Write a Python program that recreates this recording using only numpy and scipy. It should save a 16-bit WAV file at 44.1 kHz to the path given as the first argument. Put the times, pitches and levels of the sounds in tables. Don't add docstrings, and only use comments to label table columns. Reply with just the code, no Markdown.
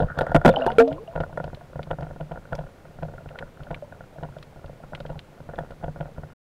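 import sys
import numpy as np
from scipy import signal
from scipy.fft import rfft, irfft
from scipy.io import wavfile
from scipy.ndimage import uniform_filter1d

SR = 44100
rng = np.random.default_rng(int(sys.argv[2]) if len(sys.argv) > 2 else 0)


def master(y):
    cut = np.clip(np.atleast_2d(y).T, -1, 1)
    pcm = np.round(cut * 32767)
    wavfile.write(sys.argv[1], SR, pcm.astype(np.int16))


N = 285765
TIME = np.arange(N) / SR
END_S = 6.335


def from_db(db):
    return 10 ** (np.asarray(db) / 20)


def rms_one(x):
    return x / np.sqrt(np.mean(x ** 2) + 1e-20)


def in_time(rows):
    s, *columns = np.transpose(rows)
    return [np.interp(TIME, s, column) for column in columns]


def cut(x, hz, kind, order=2):
    edges_hz = np.clip(hz, 10, SR * .45)
    sections = signal.butter(order, edges_hz, kind, fs=SR, output="sos")
    return signal.sosfilt(sections, x + 1e-18)


def add(out, start_s, sound):
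    i = max(round(start_s * SR), 0)
    out[i:i + len(sound)] += sound[:N - i]


def dying(t, t60):
    return from_db(-60 * t / t60)


def ring(clicks, hz, t60):
    r = dying(1 / SR, t60)
    w = 2 * np.pi * hz / SR
    return signal.lfilter([0, np.sin(w)], [1, -2 * r * np.cos(w), r * r], clicks + 1e-18)


def grains(per_s, spread_db):
    sizes = from_db(spread_db * np.minimum(rng.exponential(1, N), 4))
    signs = rng.choice([-1, 1], N)
    return sizes * signs * (rng.random(N) < per_s / SR)


def bubble(t, hz, t60, rise, pinch_s=0.00045):
    phase = 2 * np.pi * np.cumsum(hz * 2 ** (rise * t)) / SR
    onset = np.exp(-t / pinch_s) - 1
    return onset * dying(t, t60) * np.sin(phase)


def swarm(per_s, low_hz, high_hz, cycles, rise, span):
    out, t = np.zeros(N), TIME[:SR // 8]
    for when, size, strength in rng.random((round(per_s * span), 3)):
        hz = low_hz * (high_hz / low_hz) ** size
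        t60 = cycles / hz
        add(out, when * span, (strength + .5) / hz ** 2 * bubble(t, hz, t60, rise))
    return out / np.std(out[TIME < span])


# [dB, relative]
SEA_SPECTRUM = [(25, -20.5), (66, -6), (148, -5), (260, -9), (550, -7.5), (1150, -17.5), (2060, -22),
                (5140, -33), (15500, -41.5)]
SEA_DB = -52


def sea():
    hz, level_db = np.transpose(SEA_SPECTRUM)
    bins_hz = np.maximum(np.fft.rfftfreq(N, 1 / SR), 1)
    shape = from_db(np.interp(np.log(bins_hz), np.log(hz), level_db))
    wash = irfft(rfft(rng.standard_normal(N)) * shape, N)
    return from_db(SEA_DB) * rms_one(wash)


# [dB, of the gurgle]
SLOSH_SWELL = [(0, -21.5), (.04, -36), (.14, -58), (0.181, -29.5), (.38, -50), (0.601, -28), (.7, -30.5),
               (0.759, -43), (.9, -36.5), (1.02, -54), (1.5, -49)]


def slosh(fizz_db=-24):
    span = SLOSH_SWELL[-1][0]
    gurgle = swarm(per_s=480, low_hz=475.5, high_hz=1257, cycles=39, rise=2.7, span=span)
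    fizz = swarm(per_s=270, low_hz=2600, high_hz=4940, cycles=13, rise=3, span=span)
    level_db, = in_time(SLOSH_SWELL)
    return from_db(level_db) * (gurgle + from_db(fizz_db) * fizz)


# [dB, peak]
AIR_POCKET_PATH = [(.785, 250, -48), (.805, 247.3, -12), (.86, 271, -26), (.92, 279, -30),
                   (.95, 305, -38.5), (.98, 342, -44.5), (1.005, 435, -37.5), (1.04, 473, -39)]


def air_pocket():
    hz, level_db = in_time(AIR_POCKET_PATH)
    alive = (TIME > AIR_POCKET_PATH[0][0]) & (TIME < AIR_POCKET_PATH[-1][0])
    return alive * from_db(level_db) * np.sin(2 * np.pi * np.cumsum(hz) / SR)


# start_s [s], pitch_hz [Hz, at the start], level_db [dB, about peak], t60_s [s]
BUBBLES_AND_THUMPS = [(.232, 650, -19.5, 0.056), (0.352, 194, -7.5, 0.023), (.354, 314, -2, 0.036),
                      (0.452, 345, -1.5, 0.024), (.462, 241, -5.5, 0.13), (0.481, 186, -9.5, 0.11),
                      (0.497, 532.4, -4.5, 0.084), (.511, 3530, -34, 0.025), (.561, 3030, -15.5, 0.023),
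                      (.568, 793, -12.5, 0.049), (.571, 644, -14, .06), (.575, 274, -30.5, 0.97),
                      (.619, 652, -16, .14), (.62, 2800, -27.5, .03), (0.665, 382, -13, 0.036),
                      (.674, 700, -18.5, 0.18), (.677, 894, -14, 0.091), (0.685, 2870, -36.5, 0.064),
                      (.784, 459.4, 4.5, 0.17), (.784, 533, -7, 0.13), (.8, 671, -4.5, 0.12),
                      (.876, 619, -18, 0.19), (0.981, 1034, -34, 0.053), (1.076, 2830, -39.5, 0.019),
                      (1.079, 653, -30, 0.17), (3.824, 579, -26, 0.081)]
STEADY_HZ, GLIDE_PER_OCTAVE, MAX_GLIDE_OCTAVES_PER_S = 459.5, 2.9, 2.1


def bubbles_and_thumps():
    out = np.zeros(N)
    for start_s, hz, level_db, t60 in BUBBLES_AND_THUMPS:
        rise = min(GLIDE_PER_OCTAVE * np.log2(hz / STEADY_HZ), MAX_GLIDE_OCTAVES_PER_S)
        add(out, start_s, from_db(level_db) * bubble(TIME[:SR // 3], hz, t60, rise))
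    return out


def ringing_grains(level_db=-11):
    scattered = swarm(per_s=11, low_hz=498, high_hz=1050, cycles=30, rise=4, span=END_S)
    return from_db(grip_db() + level_db) * scattered


# start_s [s], level_db [dB]
LINE_DRAG = [(0, -61), (.11, -36), (.14, -50.5), (.3, -38.5), (.41, -61.5), (.62, -41), (.74, -51),
             (1.0, -93)]


def line_rub(slips_per_s=900):
    rings = np.zeros(N)
    for hz, mode_db, t60 in HOUSING_MODES:
        if hz > REGISTER_EDGES[1]:
            rings += from_db(mode_db) * ring(grains(slips_per_s, 6.7), hz, t60)
    level_db, = in_time(LINE_DRAG)
    return from_db(level_db) * rms_one(cut(rings, [1250, 1800], "band"))


GRIP_REST_DB, GRIP_PEAK_DB, GRIP_FOLLOWS = -49, -28.5, 0.38
GRIP_TIGHTEN_DB_PER_S, GRIP_RELAX_DB_PER_S = 174.5, 73


def grip_db():
    s, db, *_ = np.transpose(contacts())
    coarse = TIME[::200]
    since = coarse[:, None] - s
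    fall_db = np.maximum(GRIP_RELAX_DB_PER_S * since, -GRIP_TIGHTEN_DB_PER_S * since)
    swells = GRIP_PEAK_DB + GRIP_FOLLOWS * db - fall_db
    return np.interp(TIME, coarse, np.maximum(swells.max(axis=1), GRIP_REST_DB))


def handling(rumble_db=-3, creak_db=-9.5, creaks_per_s=70, dull_hz=1100):
    effort = from_db(grip_db())
    push = effort * grains(500, 3.3)
    slips = effort * grains(creaks_per_s, 2.3)
    rumble, creaks = np.zeros((2, N))
    for hz, mode_db, t60 in HOUSING_MODES:
        if hz < REGISTER_EDGES[0]:
            rumble += from_db(mode_db) * ring(push, hz, t60)
        if hz > REGISTER_EDGES[0]:
            creaks += from_db(mode_db) * ring(slips * rng.standard_normal(N), hz, t60)
    creaks = cut(cut(creaks, dull_hz, "low", order=1), [330, 2200], "band")
    mix = from_db(rumble_db) * rms_one(rumble) + from_db(creak_db) * rms_one(creaks)
    return np.sqrt(np.mean(effort ** 2)) * mix


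# start_s [s], level_db [dB], pitch_hz [Hz]
LONE_TICKS = [(.187, -29, 3296), (.21, -29, 3070), (.479, -24, 3930), (.493, -22.5, 3220),
              (.527, -36, 2850), (.664, -29, 3450), (.718, -33, 3130), (.878, -38.5, 4030),
              (.927, -36, 3240), (1.204, -36, 3470), (1.441, -38.5, 3850), (1.547, -39, 3560),
              (1.83, -35.5, 3640), (2.008, -46.5, 4330), (2.552, -41, 5100), (3.289, -38.5, 2780),
              (3.388, -24.5, 2780), (3.634, -44.5, 3340), (3.745, -30, 2830), (4.385, -44, 3500),
              (4.427, -36.5, 3640), (4.66, -47, 3600), (4.95, -27.5, 3200), (5.003, -37, 3620),
              (5.062, -37.5, 3150), (5.192, -33.5, 3470), (5.557, -46, 3480), (5.708, -44, 3600)]
SEAT_TICK_DB, SEAT_TICK_HZ = -15.5, 2860


def all_ticks():
    seat_ticks = [(s + SEAT_AFTER_S, seat_db + SEAT_TICK_DB, SEAT_TICK_HZ) for s, _, seat_db, _ in GUN_CLACKS]
    return list(LONE_TICKS) + seat_ticks


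def ticks(t60=0.0064, tone_db=0, spray_db=-2, spray_t60=0.028, below=4.05, above=1.186):
    out, t = np.zeros(N), TIME[:SR // 16]
    for start_s, level_db, hz in all_ticks():
        ping = from_db(tone_db) * dying(t, t60) * np.sin(2 * np.pi * hz * t)
        spray = 2 * from_db(spray_db) * dying(t, spray_t60) * rng.standard_normal(len(t))
        tick = cut(cut(ping + spray, hz / below, "high"), hz * above, "low", order=6)
        add(out, start_s, from_db(level_db) * tick)
    return out


# pitch_hz [Hz], level_db [dB], t60_s [s]
SHAFT_MODES = [(3383, -2.5, 0.04), (4720, -6, 0.018), (6000, -26, .025), (8880, -22, 0.064)]
KNOCK_CRACK_DB, KNOCK_CRACK_GROWTH = -23, 1.8
TICK_CRACK_DB, TICK_CRACK_HZ, TICK_CRACK_DB_PER_OCTAVE = -31, 3240, 24.5


def cracks(crack_t60=0.033, crack_top_hz=10500, shaft_db=8):
    sharp = []
    for s, db, hz in all_ticks():
        octaves = np.log2(hz / TICK_CRACK_HZ)
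        sharp.append((s, db + TICK_CRACK_DB + TICK_CRACK_DB_PER_OCTAVE * octaves))
    for s, *contact in contacts():
        ring_db = register_levels(*contact)[-1]
        sharp.append((s, KNOCK_CRACK_DB + KNOCK_CRACK_GROWTH * ring_db))
    crack, blows = np.zeros((2, N))
    t = TIME[:SR // 16]
    for s, db in sharp:
        add(crack, s, 2 * from_db(db) * dying(t, crack_t60) * rng.standard_normal(len(t)))
        add(blows, s, from_db([db + shaft_db]))
    shaft = sum(from_db(db) * ring(blows, hz, t60) for hz, db, t60 in SHAFT_MODES)
    return shaft + cut(cut(crack, 2100, "high"), crack_top_hz, "low")


# start_s [s], level_db [dB], hardness_db [dB]
SINGLE_KNOCKS = [(.001, -16, -0.5), (.021, -20.5, -9), (.031, -22, -11), (0.103, -35.5, -6),
                 (0.175, -25.5, -6), (.188, -15.5, 24.5), (.208, -14.5, 7.5), (.216, -15.5, 11),
                 (0.266, -21, 17), (.294, -25.5, -5), (.317, -17, 3.5), (.361, -8, 8), (0.414, -25.5, 25),
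                 (0.459, 0, 3), (.477, -6.5, 2), (.489, -7, 10), (.538, -20.5, 11), (.611, -24, 14),
                 (.664, -12, 12), (.702, -20.5, 16.5), (.915, -26.5, 0), (1.176, -22.5, 3),
                 (1.235, -24.5, 21.5), (1.327, -34.5, 2), (1.374, -19.5, 13), (1.4, -22, 5),
                 (1.44, -26.5, -2), (1.477, -29, 1), (1.53, -33, -3.5), (1.609, -38.5, 16),
                 (1.756, -29, -0.5), (1.792, -24.5, 0.5), (1.871, -35.5, -3), (1.985, -26.5, -1),
                 (2.008, -30.5, -2), (2.067, -32, -0.5), (2.108, -31, 0), (2.161, -35.5, 2),
                 (2.357, -34.5, 22), (2.373, -30.5, 2), (2.637, -37, -4), (2.664, -44, 33),
                 (2.852, -40.5, 19), (2.986, -36, 1), (3.083, -37.5, -2), (3.137, -34, -1.5),
                 (3.18, -41, 43), (3.258, -35.5, -3), (3.306, -37.5, 1), (3.356, -33.5, 26),
                 (3.408, -34.5, 2), (3.424, -30.5, 27), (3.602, -37, -5), (3.668, -38.5, 17),
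                 (3.761, -41, -5), (3.923, -36, 16), (4.006, -34.5, 19), (4.183, -36, -2),
                 (4.287, -40.5, -7), (4.364, -38.5, 2), (4.56, -43, -4), (4.642, -35.5, -5.5),
                 (4.694, -36.5, -2), (4.836, -37, 1), (4.932, -29.5, 8), (4.975, -41, 9), (5.004, -33, -3),
                 (5.051, -30.5, 3), (5.155, -37.5, -7.5), (5.402, -41.5, -7), (5.489, -31, -2),
                 (5.535, -32.5, 13), (5.705, -34.5, 1), (5.88, -28, -1), (5.959, -34.5, -2),
                 (6.055, -34, -2), (6.18, -32, -3), (6.234, -29.5, 2)]
# [dB, of the seat]
GUN_CLACKS = [(.346, -6.5, -6.5, -15), (.448, -6.5, -3, -4), (1.153, -26.5, -21.5, 3),
              (1.202, -20.5, -24, 10), (1.905, -25, -17.5, 3.5), (2.023, -29.5, -28.5, -3),
              (2.203, -35, -28, -13), (2.311, -30.5, -26, -9), (2.523, -24, -24, 24),
              (2.583, -33, -24.5, -13.5), (3.024, -29, -24, -11), (3.705, -26.5, -24, -7),
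              (4.227, -30.5, -25.5, -7), (5.093, -34, -28, -12), (5.581, -30, -20.5, 17),
              (5.835, -28.5, -24.5, 0), (6.002, -32, -25, -11.5)]
SEAT_AFTER_S, TOUCH_HARDNESS_DB = .006, -1.3
REBOUND_AFTER_S, REBOUND_DB, REBOUND_HARDNESS_DB = 0.019, -10, -11.5
SEAT_THUMP_DB, REBOUND_THUMP_DB = -13, -10.5


def contacts():
    rows = [(s, db, hardness, 0) for s, db, hardness in SINGLE_KNOCKS]
    for s, touch_db, seat_db, hardness in GUN_CLACKS:
        seat_s = s + SEAT_AFTER_S
        rebound_s = seat_s + REBOUND_AFTER_S
        rows.append((s, touch_db, TOUCH_HARDNESS_DB, 0))
        rows.append((seat_s, seat_db, hardness, SEAT_THUMP_DB))
        rows.append((rebound_s, seat_db + REBOUND_DB, REBOUND_HARDNESS_DB, REBOUND_THUMP_DB))
    return rows


THUMP_DB, RING_DB, RING_PER_HARDNESS = 0.5, -4.5, 0.32
THUMP_GROWTH, SOFT_KNOCK_DB = 0.79, -30


def register_levels(db, hardness, thump_offset_db):
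    grown_db = SOFT_KNOCK_DB + THUMP_GROWTH * (db - SOFT_KNOCK_DB)
    thump_db = grown_db + THUMP_DB + thump_offset_db - hardness
    ring_db = db + RING_DB + RING_PER_HARDNESS * hardness
    return np.array([thump_db, db, ring_db])


# pitch_hz [Hz], level_db [dB], t60_s [s]
HOUSING_MODES = [(30.9, -2.5, 0.14), (91, -8, 0.14), (119, -7.5, 0.077), (149, 0, 0.11), (190, -9.5, 0.057),
                 (216.3, -8, 0.033), (519, 5.5, 0.02), (556, 5, 0.03), (693.5, 0.5, 0.031),
                 (949, -6.5, 0.023), (1417, 2.5, 0.024), (1456, 3.5, 0.013), (1785, -8.5, 0.015)]
REGISTER_EDGES = [300, 1200]


def knocks(soft_hz=2200, rattle_t60=0.067, detune=.014, vary_db=1.2, rattle=.012):
    out, t = np.zeros(N), TIME[:SR // 6]
    hz, mode_db, t60 = np.transpose(HOUSING_MODES)
    register = np.searchsorted(REGISTER_EDGES, hz)
    signs = (-1) ** np.arange(len(hz))
    rattling = dying(t, rattle_t60) - dying(t, rattle_t60 / 2)
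    for start_s, *contact in contacts():
        pitch, strength = rng.standard_normal((2, len(hz)))
        gains = signs * from_db(register_levels(*contact)[register] + mode_db + vary_db * strength)
        struck_hz = hz * (1 + detune * pitch)
        modes = dying(t, t60[:, None]) * np.sin(2 * np.pi * struck_hz[:, None] * t)
        blow = gains @ modes
        smear = 2 * rattle * rattling * rng.standard_normal(len(t))
        add(out, start_s, blow + signal.fftconvolve(blow, smear)[:len(t)])
    return cut(cut(out, soft_hz, "low", order=6), 39, "high", order=1)


def scene():
    gun = knocks() + ticks() + cracks() + line_rub() + handling()
    water = bubbles_and_thumps() + air_pocket() + slosh() + ringing_grains() + sea()
    return (gun + water)[None]


def record(dry, grit_db=-34, grit_top_hz=4000, ceiling=.47, top_hz=15600):
    overloaded = uniform_filter1d((np.abs(dry) > ceiling) * 1., size=60)
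    noise = cut(rng.standard_normal(N), grit_top_hz, "low", order=1)
    grit = from_db(grit_db) * overloaded * noise
    clipped = dry / (1 + (dry / ceiling) ** 12) ** (1 / 12) + grit
    clipped = cut(clipped, 10, "high", order=1)
    fade = np.clip((END_S - TIME) / .005, 0, 1)
    treble_limit = signal.ellip(10, .1, 90, top_hz, fs=SR, output="sos")
    return signal.sosfilt(treble_limit, clipped * fade)


dry = scene()
out = record(dry)
master(out)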